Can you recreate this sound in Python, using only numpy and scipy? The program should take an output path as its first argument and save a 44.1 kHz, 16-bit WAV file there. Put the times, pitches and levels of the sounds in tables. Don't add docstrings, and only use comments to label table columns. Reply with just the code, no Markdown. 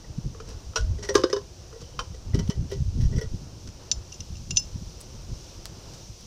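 import sys
import numpy as np
from scipy import signal
from scipy.fft import rfft, irfft, next_fast_len
from scipy.io import wavfile
from scipy.ndimage import uniform_filter1d, map_coordinates

SR = 44100
rng = np.random.default_rng(int(sys.argv[2]) if len(sys.argv) > 2 else 0)


def gain_from_db(level_db):
    decades = np.asarray(level_db, float) / 20
    return 10 ** decades


def to_wav(s):
    ch = np.atleast_2d(s).T
    pcm = np.round(np.clip(ch, -1, 1) * 32767)
    wavfile.write(sys.argv[1], SR, pcm.astype(np.int16))


N = 276066


def unit(x):
    return x / np.sqrt(np.mean(x ** 2) + 1e-20)


def peaked(x, db):
    return x * gain_from_db(db) / np.max(np.abs(x))


def add(track, s, x):
    track[round(s * SR):][:len(x)] += x


def curves(rows):
    s, *cols = np.transpose(rows)
    return [np.interp(np.arange(N) / SR, s, c) for c in cols]


def wobble(rate):
    knots = rng.standard_normal(int(N * rate / SR) + 4)
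    return map_coordinates(knots, [np.arange(N) * rate / SR])


def gains(points, size):
    f, db = np.transpose(points)
    grid = np.fft.rfftfreq(size, 1 / SR)
    return gain_from_db(np.interp(np.log(grid + 1), np.log(f + 1), db))


def noise(points):
    m = next_fast_len(N + 8192)
    spectrum = rfft(rng.standard_normal(m)) * gains(points, m)
    return unit(irfft(spectrum, m)[:N])


def below(x, top_hz):
    return irfft(rfft(x) * (np.fft.rfftfreq(N, 1 / SR) < top_hz), N)


def causal(points, size=2048):
    cep = irfft(np.log(gains(points, size) + 1e-6), size)
    cep[1:size // 2] *= 2
    cep[size // 2 + 1:] = 0
    return irfft(np.exp(rfft(cep)), size)[:size // 2]


def through(x, response):
    return signal.fftconvolve(x, response)[:len(x)]


def ring(modes, t, spread_db, damp=1.0, detune=.002, blur_hz=0):
    hz, db, t60 = np.transpose(modes)[:, :, None]
    luck = rng.standard_normal((2, len(modes), 1))
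    sign = (-1.0) ** np.arange(len(modes))[:, None]
    steps = rng.standard_normal((len(modes), len(t) // 32 + 1))
    steps = np.repeat(steps, 32, axis=1)[:, :len(t)]
    wander = np.cumsum(steps, axis=1) * np.sqrt(2 * np.pi * blur_hz / SR / 32)
    decay = gain_from_db(db + spread_db * luck[0] - 60 * t / (t60 * damp))
    tone = np.sin(2 * np.pi * hz * (1 + detune * luck[1]) * t + wander)
    return np.sum(sign * decay * tone, 0)


# start_s, hiss_db, hum_db
AIR_LEVEL = [(0, -55, -54.5), (1.5, -54.5, -55), (3, -54.5, -55), (4.5, -52.5, -55), (5.3, -51, -55.5),
             (5.6, -51.5, -53), (6.26, -51.5, -55.5)]
# freq_hz, density_db
HISS_COLOUR = [(900, -31), (1500, -51), (2100, -14.5), (2500, -8.5), (3400, -6.5), (4500, -3), (5300, 1),
               (5900, 3), (6600, -3.5), (7530, -11.5), (9000, -17), (11000, -21.5), (13300, -23),
               (15300, -21.5)]
# freq_hz, density_db
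HUM_COLOUR = [(71, -8.5), (120, -1.5), (242, -12.5), (362, -5), (415, -11), (489, -8.5), (767, -15),
              (914, -15.5), (2400, -28.5), (3120, -25), (5280, -120)]


def air():
    hiss_db, hum_db = curves(AIR_LEVEL)
    whine_hz, whine_db = 8690, -74.5
    whine = gain_from_db(whine_db + 0.75 * wobble(20)) * np.sin(2 * np.pi * whine_hz * np.arange(N) / SR)
    shimmer_db, sway_db = .6 * wobble(8), 1.2 * wobble(6)
    hiss = gain_from_db(hiss_db + 0.5 + shimmer_db) * below(noise(HISS_COLOUR), 15300)
    hum = gain_from_db(hum_db + 3 + sway_db) * noise(HUM_COLOUR)
    return hiss + hum + whine


# peak_s, buffet_db, half_length_s, flutter_db re buffet
GUST_SWELLS = [(0.007, -53, 0.015, 5), (0.178, -37.5, 0.029, -3), (0.254, -28.5, 0.0094, 0),
               (0.699, -29.5, 0.021, -14), (0.82, -29, 0.016, -30), (0.897, -25.5, 0.066, -13),
               (1.148, -41.5, 0.072, -3), (1.99, -41.5, 0.067, -10), (2.12, -36, 0.051, -9),
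               (2.297, -27.5, 0.023, -12), (2.382, -24, 0.032, -1.5), (2.475, -31, 0.016, -10),
               (2.61, -27, 0.026, -5), (2.8, -35, 0.021, 0), (2.872, -23, 0.035, -25),
               (2.984, -22.5, 0.035, 0), (3.05, -20.5, 0.047, -15), (3.168, -31, 0.026, -2.5),
               (3.268, -26.5, 0.0089, -30), (3.337, -29, 0.016, -4), (3.673, -42.5, 0.022, 3),
               (3.99, -27.5, 0.018, -27), (4.31, -32.5, 0.032, -14), (4.52, -36.5, 0.094, -3),
               (4.767, -36, 0.096, -12), (5.304, -41.5, 0.071, -3.5)]
# start_s, level_db
CALM_BREEZE = [(0, -41.5), (1.2, -47.5), (1.6, -46), (2.2, -50.5), (3, -33), (3.5, -45.5), (4.6, -44.5),
               (5.1, -43), (6.26, -48)]


def gusts():
    s, db, half, flutter_db = np.transpose(GUST_SWELLS)[:, :, None]
    step = np.arange(0, N + 64, 64) / SR
    swell = gain_from_db(db) * np.exp(-.5 * ((step - s) / np.clip(half, .01, .2)) ** 2)
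    calm = gain_from_db(np.interp(step, *np.transpose(CALM_BREEZE)))

    def total(each, rest):
        return np.interp(np.arange(N) / SR, step, np.sqrt(np.sum(each ** 2, 0) + rest ** 2))

    return total(swell, calm), total(swell * gain_from_db(flutter_db), calm * gain_from_db(-3))


# freq_hz, density_db
BUFFET_COLOUR = [(15, -9), (30, 1), (60, 1.5), (100, 0), (130, -19.5), (200, -74), (400, -120)]
# freq_hz, density_db
FLUTTER_COLOUR = [(60, -15.5), (110, -1.5), (170, -7), (260, -17), (400, -25.5), (800, -59), (1600, -120)]
# start_s, peak_db, pitch_hz (negative where suction comes first)
PORT_PUFFS = [(0.174, -16.5, 107), (0.2512, -38, 67), (0.697, -40, 71), (2.094, -29, 79.5), (2.333, -9, 79),
              (2.341, -13.5, 167), (2.361, -20, 105), (2.385, -15.5, 110), (2.482, -9.5, 116),
              (2.574, -21.5, 85), (2.602, -17, 78), (2.643, -27, 146), (2.795, -15.5, 80), (2.81, -14, 81),
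              (2.851, -34, 101), (2.976, -15, 85), (2.991, -12, 78), (3.013, -16.5, -100),
              (3.047, -12, -77), (3.11, -24, 108), (3.169, -13.5, 89), (4.294, -25.5, 87),
              (4.7481, -23.5, 108), (4.811, -26.5, 121)]


def wind():
    buffet_gain, flutter_gain = gusts()
    lumps_db = 3 * wobble(24.91)
    buffet = buffet_gain * unit(gain_from_db(lumps_db) * noise(BUFFET_COLOUR))
    flutter = flutter_gain * unit(gain_from_db(lumps_db + 3.5 * wobble(40)) * noise(FLUTTER_COLOUR))
    out = np.pad(buffet + flutter, (0, SR))
    t = np.arange(SR // 20) / SR
    for s, db, hz in PORT_PUFFS:
        turn = hz * 1.3 * (t - .013)
        puff = -np.sin(2 * np.pi * turn) * np.exp(-(turn / .45) ** 2)
        add(out, s, peaked(puff, db - 2.5))
    return out[:N]


# freq_hz, level_db, t60_s
FLOOR_MODES = [(291, -20, 0.12), (518, -11, 0.2), (632, -15, .07)]
# freq_hz, level_db, t60_s
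KNOCK_MODES = [(332, 5.5, 0.027), (419, 9.5, 0.034), (510, 3.5, 0.017)]
# start_s, pitch_hz, t60_s
FLOOR_GRIP = [(0, 452, .2), (.8, 452, .2), (1.03, 410, .15), (1.09, 404, .14), (1.104, 522, .16),
              (1.152, 412, .07), (1.166, 368, .2), (1.3, 361, .15), (1.329, 409, .17), (1.4, 409, .09),
              (1.7, 444, .15), (1.99, 500, .17), (2.14, 447, .15), (2.33, 408, .12), (2.52, 408, .12),
              (2.7, 394, .16), (3.13, 392, .12), (3.18, 440, .13)]


def floor_boom(s, boom_peak_db, length, t):
    when, *floor = np.transpose(FLOOR_GRIP)
    floor_hz, floor_t60 = (np.interp(s, when, c) for c in floor)
    knock_db = 0.91 * min(boom_peak_db + 4.5, 0)
    knock = [(hz, level + knock_db, t60) for hz, level, t60 in KNOCK_MODES]
    modes = FLOOR_MODES + knock + [(floor_hz, 0, floor_t60)]
    swing = ring(modes, t, spread_db=-3.0, damp=.75) * (1 - np.exp(-t / (0.25 * length)))
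    boom_band = signal.butter(2, [240, 680], "band", fs=SR, output="sos")
    return peaked(signal.sosfilt(boom_band, swing), boom_peak_db)


# freq_hz, gain_db
PORT_COLOUR = [(300, -40), (600, -9.5), (1000, 2), (2100, -4.5), (3500, -1.5), (5800, 5.5), (7200, -7),
               (9000, -14), (12000, -23.5), (16000, -35)]


def nut_rattle(grip, t, port):
    settle = grip / np.max(grip) + gain_from_db(-12.0 - 60 * t / 0.29) * (1 - np.exp(-t / 0.0019))
    clumps = gain_from_db(4 * np.repeat(rng.standard_normal(len(t) // 60), 60))
    return through(rng.standard_normal(len(t)) * clumps * settle, port)


# freq_hz, level_db, t60_s
LID_MODES = [(627, -18, 0.37), (950, -6.5, 0.07), (1350, 4, 0.023), (1454, 1, 0.13), (2605, -10, 0.064),
             (2929, -15, 0.1), (3210, -14, 0.14), (4010, -11.5, 0.091), (5000, -5, 0.034),
             (5180, -4.5, 0.039), (5760, -0.5, 0.029), (6130, -12, 0.04), (6340, -20, 0.073),
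             (7000, -14, 0.07)]
RIM_MODES = [(501, -13.5, 0.06), (630, -21, 0.15), (1035, -4.5, 0.1), (1274, 3, 0.033), (1430, -1.5, 0.026),
             (1740, -11.5, 0.057), (2445, -1.5, 0.069), (3040, -2.5, 0.094), (3820, -11.5, 0.085),
             (4710, -8, 0.067), (5740, -2.5, 0.1), (6800, -28, .05)]
WALL_MODES = [(980, -18, 0.082), (1044, 2, 0.14), (1088, -3.5, 0.12), (1189, 2.5, 0.087),
              (1436, -11, 0.055), (1607, -4.5, 0.12), (1960, -11, 0.06), (3003, -11, 0.096),
              (3720, -8.5, 0.064), (4570, -34, 0.051), (5040, -12, 0.11), (5850, -18, .09),
              (6240, 0, 0.035), (6600, -11, 0.07)]
CORNER_MODES = [(944, -10, 0.068), (1055, -5, 0.14), (1208, 6.5, 0.064), (1490, -12, 0.12),
                (1590, -8, 0.15), (3050, -11, 0.13), (3450, -16, 0.11), (3810, -3, 0.045),
                (4220, -15, 0.15), (5000, 5, 0.028), (5540, -13, 0.14), (5800, -22, 0.13),
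                (6400, -8, 0.036), (6500, -16, 0.05)]
EDGE_MODES = [(993, -8, 0.14), (1041, 1.5, 0.12), (1310, -0.5, 0.039), (1515, -8, 0.083), (1683, -3, 0.06),
              (3010, -13, 0.12), (3480, -16, .09), (3690, -5, 0.041), (4370, -17, 0.1), (5070, 3, 0.038),
              (5500, -13, 0.13), (5880, -16, 0.1), (6120, -1, 0.032), (6400, -18, 0.05)]
DIVIDER_MODES = [(655, -5, 0.14), (939, -9.5, 0.17), (1460, -10, 0.086), (1954, -2.5, 0.17),
                 (3035, -6, 0.15), (3240, -8, 0.077), (3650, -13, 0.045), (4460, -19, .05),
                 (5410, 2.5, 0.037), (5800, 3, 0.042), (5900, 4.5, 0.054), (6150, -16, .05)]
BIN_MODES = [(604, -8, 0.19), (927, -10.5, 0.16), (1448, -8, 0.12), (1935, 1.5, 0.091), (3065, -6, 0.046),
             (3410, -9, 0.083), (4000, -16, .05), (4500, -12, 0.055), (5330, 1.5, 0.059),
             (5715, 5.5, 0.055), (5740, 3.5, 0.12), (5960, -2, .06), (7960, -10, 0.033)]
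WASHER_MODES = [(3060, 0, 0.058)]
# start_s, ring_peak_db, boom_db re ring, rattle_db re ring, brightness_db
LID_KNOCKS = [
    (0.513, -45, 3.5, -2, 1),
    (0.7586, -14.5, -13, -6, 2.5),
]
RIM_KNOCKS = [
    (0.347, -41.5, 1.5, -16, -11),
    (0.401, -32, -3.5, -13, -11),
    (0.734, -43.5, -7, -15, -7),
    (1.726, -43, 1, 0, -17),
    (1.991, -15.5, -48, -10.5, -5),
]
WALL_KNOCKS = [
    (1.143, -32.5, -2, 1, -8),
    (1.152, -11, 6.5, -0.5, 1.5),
    (1.166, -21, -12, -7, -5),
    (1.178, -26, 6.5, -19, 8),
]
CORNER_KNOCKS = [
    (1.2368, -13.5, 6.8, -10, 0),
]
EDGE_KNOCKS = [
    (1.329, -15.5, 2, -7.5, 3),
    (1.364, -25, 3, -11, 1),
]
DIVIDER_KNOCKS = [(2.335, -38, -7, -15, -19), (2.343, -33, 4.5, 3, 2), (2.351, -39, 7.5, -14, 0),
                  (2.39, -27.5, -4.5, -5, 0), (2.474, -47.5, 3, 10.5, 2), (2.498, -25.5, -4.5, -4, 6.5),
                  (2.512, -38, -15, -2, -3), (2.701, -40, -1, -3, 8), (2.714, -34.5, -19, 0, -8),
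                  (2.719, -36.5, 13, 2, 5), (2.729, -37.5, -19, 0.5, 2)]
BIN_KNOCKS = [(0.043, -46, -6, -10, -20), (0.985, -43.5, 6, 1, -2), (1.089, -19, -1, -5, -5),
              (1.298, -32.5, 7, 1, -3), (1.759, -56, 20.5, -7, 0), (1.814, -54, 14.5, -8, 2),
              (2.142, -47, 6.5, 4, -1), (3.161, -35.5, 0, -20, 10), (3.182, -32, 2, -3, -6),
              (3.213, -27.5, 0, -19, -0.5)]
BIN_RUBS = [(0.472, -50.5, 6, 11, 2), (0.494, -56.5, 10, 16, 2), (1.026, -32.5, -14, 2, -1),
            (1.036, -37, 0, -3, -11), (1.735, -51, 8, -2, 2), (1.803, -58.5, -6, 20, 0),
            (3.004, -39, -21, 3, 4), (3.036, -39.5, -28, -3, 4), (3.112, -43, -3, -12, 5),
            (3.127, -40.5, 3.5, -19, -10), (3.167, -38, 2, -7, 3.5), (3.222, -41, 2, 1, -13)]
WASHER_KNOCKS = [(1.838, -51, -10, -11, 0), (1.862, -51, -15, -12, 0), (1.886, -56, 6, -14, 0),
                 (1.935, -52, 4, -14, 0)]
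EDGE_TOUCHES = [(0.772, -28.5, -10, -5, 9), (1.104, -36.5, 11, -6, -3), (1.193, -30, 11, -12, -3),
                (1.381, -39.5, -8, -10, -4), (2.003, -28, -10, -9, -8)]


def tray():
    out, t, port = np.zeros(N + SR), np.arange(SR // 5) / SR, causal(PORT_COLOUR)
    contacts = (  # modes, contacts, contact length in s
        (LID_MODES, LID_KNOCKS, 0.0082),
        (RIM_MODES, RIM_KNOCKS, 0.0051),
        (WALL_MODES, WALL_KNOCKS, 0.0046),
        (CORNER_MODES, CORNER_KNOCKS, 0.0046),
        (EDGE_MODES, EDGE_KNOCKS, 0.0046),
        (DIVIDER_MODES, DIVIDER_KNOCKS, 0.0058),
        (BIN_MODES, BIN_KNOCKS, 0.0058),
        (BIN_MODES, BIN_RUBS, 0.014),
        (WASHER_MODES, WASHER_KNOCKS, 0.0037),
        (EDGE_MODES, EDGE_TOUCHES, 0.0046))
    for part, hits, length in contacts:
        grip = np.exp(-t / length) * (1 - np.exp(-t / (1.2 * length)))
        for s, db, boom_db, rattle_db, bright_db in hits:
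            struck = [(hz, level + bright_db * (hz > 2300), t60) for hz, level, t60 in part]
            force = rng.standard_normal(len(t)) * grip / np.linalg.norm(grip)
            force[0] = 3.66 * 0.003 / length
            body = ring(struck, t, spread_db=1, damp=.85, detune=.003, blur_hz=22)
            add(out, s, peaked(through(force, body), db))
            add(out, s, peaked(nut_rattle(grip, t, port), db + rattle_db + 1.0))
            add(out, s, floor_boom(s, db + boom_db, length, t))
    return out[:N]


# start_s, peak_db, treble_db re peak, length_s
DRY_TICKS = [(0.182, -46, -17, .004), (0.488, -37.5, -11, 0.0067), (3.674, -36, -29, 0.0058),
             (3.689, -36.5, -19, 0.0015), (3.923, -39, -8, 0.00088), (4.203, -41, -5, 0.0022),
             (4.132, -56, 8, 0.0069), (4.506, -29, -20, 0.0012), (4.51, -40, -1, 0.0015),
             (4.599, -41, 4, 0.0012), (4.743, -43, -13, .001), (5.004, -43.5, 3, 0.015),
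             (5.012, -43.5, 11, 0.0013), (5.6555, -21.5, -5.5, 0.00086), (5.66, -35, -9, 0.0089),
             (5.935, -40.5, -11, 0.015), (5.222, -51, 4, .0006), (6.208, -44, -4, 0.0031)]


def ticks():
    out, t, port = np.zeros(N + SR), np.arange(SR // 10) / SR, causal(PORT_COLOUR)
    bright = causal([(3000, -69), (8000, 4.0), (11000, -3), (16000, -13)])
    for s, db, treble_db, length in DRY_TICKS:
        burst = rng.standard_normal(len(t)) * np.exp(-t / np.clip(length, .0004, .02))
        burst[0] = 0.53
        add(out, s, peaked(through(burst, port), db))
        add(out, s, peaked(through(burst, bright), db + treble_db))
    return out[:N]


# start_s, peak_db, length_s
EDGE_SPARKS = [(0.754, -56, .003), (1.085, -45, .002), (1.141, -40, 0.0037), (1.98, -60, 0.0022),
               (2.34, -52, .004), (2.391, -44, .002), (2.49, -45, .003), (2.714, -47, .006),
               (3.013, -54, 0.017), (3.166, -51, .002), (3.181, -48, .002), (3.211, -43, 0.0029),
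               (3.222, -49, .002), (4.2, -54, .001)]
# freq_hz, gain_db
SPARK_COLOUR = [(5000, -55), (8000, 1), (11000, 6), (14500, -1), (16500, -10)]


def sparks():
    out, t, colour = np.zeros(N + SR), np.arange(SR // 10) / SR, causal(SPARK_COLOUR)
    for s, db, length in EDGE_SPARKS:
        burst = rng.standard_normal(len(t)) * np.exp(-t / np.clip(length, .0005, .02))
        add(out, s, peaked(through(burst, colour), db))
    return out[:N]


# start_s, peak_db, low_mode_db, top_mode_db, grip (0-1)
STUD_CLINKS = [(3.9148, -12.5, -30, -7.5, 0.85), (4.1208, -42.5, -9, -8, 0.8), (4.1241, -35, -9, -9, 0.7),
               (4.128, -40, -13, -10, 0.85), (4.1412, -40.5, -13, -5, 0.3), (4.2048, -32, -9, -13, 0.95),
               (4.354, -47, -1, -11, 1), (4.368, -44.5, -9, -4, 0.8), (4.434, -49, -28, -10, 0.5),
               (4.5078, -26, -5.5, -1, 0.7), (4.5117, -30, -9, -6, 0.9), (4.562, -29.5, -17, -2, 0.1),
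               (4.5704, -11, -16.5, -8.5, 0.4), (4.577, -24, -18, -8, 1)]
# freq_hz, level_db, t60_s
STUD_MODES = [(2772, 0, .085), (5268, 0, .14), (6056, 0, .058), (7036, 0, .075)]
# freq_hz, level_db, t60_s
NUT_MODES = [(3300, -19, .035), (3580, -26, .055), (3768, -25, .05), (4440, -20, .045), (5860, -14, .035),
             (6170, -11, .04), (9300, -26, .03), (13310, -46, .04)]
# freq_hz, gain_db
CRACK_COLOUR = [(600, -14), (1200, -12), (2000, -9.5), (2800, 5), (4500, 6), (6000, 21), (7500, -56),
                (9200, -4), (12000, -41), (16000, -64)]


def stud():
    out, t, colour = np.zeros(N + SR), np.arange(SR // 4) / SR, causal(CRACK_COLOUR)
    for s, db, low_db, top_db, grip in STUD_CLINKS:
        second_db = -3 + 0.36 * low_db
        levels = (low_db, second_db, 0, top_db)
        struck = [(hz, level + rel, t60) for (hz, level, t60), rel in zip(STUD_MODES, levels)]
        tone = ring(struck, t, spread_db=0, detune=0, blur_hz=1.5, damp=np.clip(1.5 - grip, .3, 2))
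        tone = tone + ring(NUT_MODES, t, spread_db=2.5)
        burst = rng.standard_normal(len(t)) * gain_from_db(-60 * t / 0.02)
        crack = peaked(through(burst, colour), 0.89)
        add(out, s, gain_from_db(db) * (tone * (1 - np.exp(-t / 0.00012)) + crack))
    return out[:N]


def shelter(x):
    t = np.arange(SR // 4) / SR
    tail = rng.standard_normal(len(t)) * gain_from_db(-60 * t / 0.21) * (t > .004)
    return through(x, tail / np.linalg.norm(tail))


# freq_hz, density_db
APART_COLOUR = [(30, -16), (200, -1.5), (1200, -14), (2200, -19), (5800, -6.5), (8000, -15), (14800, -16),
                (15500, -37)]
# freq_hz, share_of_time (0-1)
SHARED_TIME = [(100, 0.83), (500, .42), (1600, 0.57), (3500, 0.55), (6000, 0.38), (9000, .2), (11000, .15),
               (14000, .27)]


def mismatch(mid):
    trace = gain_from_db(-36) * (np.diff(mid, prepend=0) + 1.1 * mid) * wobble(300)
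    leak = trace + gain_from_db(-70.5) * noise(APART_COLOUR)
    hz, t, z = signal.stft(leak, SR, nperseg=2048)
    patches = uniform_filter1d(rng.standard_normal((40, len(t))), 3, 0)
    field = unit(patches + 0.28 * rng.standard_normal(len(t)))
    field = unit(uniform_filter1d(field, size=2, axis=1))
    band = (39 * (hz / hz[-1]) ** .7).astype(int)
    chance = 1 / (1 + np.exp(-1.7 * field[band]))
    f, share = np.transpose(SHARED_TIME)
    is_open = chance > np.interp(hz, f, share)[:, None]
    return signal.istft(z * is_open, SR, nperseg=2048)[1][:N]


def scene():
    far, near = tray(), ticks() + sparks() + stud()
    metal = far + near + shelter(gain_from_db(-16) * far + gain_from_db(-23) * near)
    breeze = wind()
    side = mismatch(metal + gain_from_db(-6.0) * breeze)
    mid = metal + breeze + air()
    return np.array([mid + side, mid - side])


def roll_off(x):
    return signal.sosfilt(signal.butter(12, 16450, fs=SR, output="sos"), x)


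def record(dry):
    mix = below(dry, 15900)
    return roll_off(mix)


dry = scene()
out = record(dry)
to_wav(out)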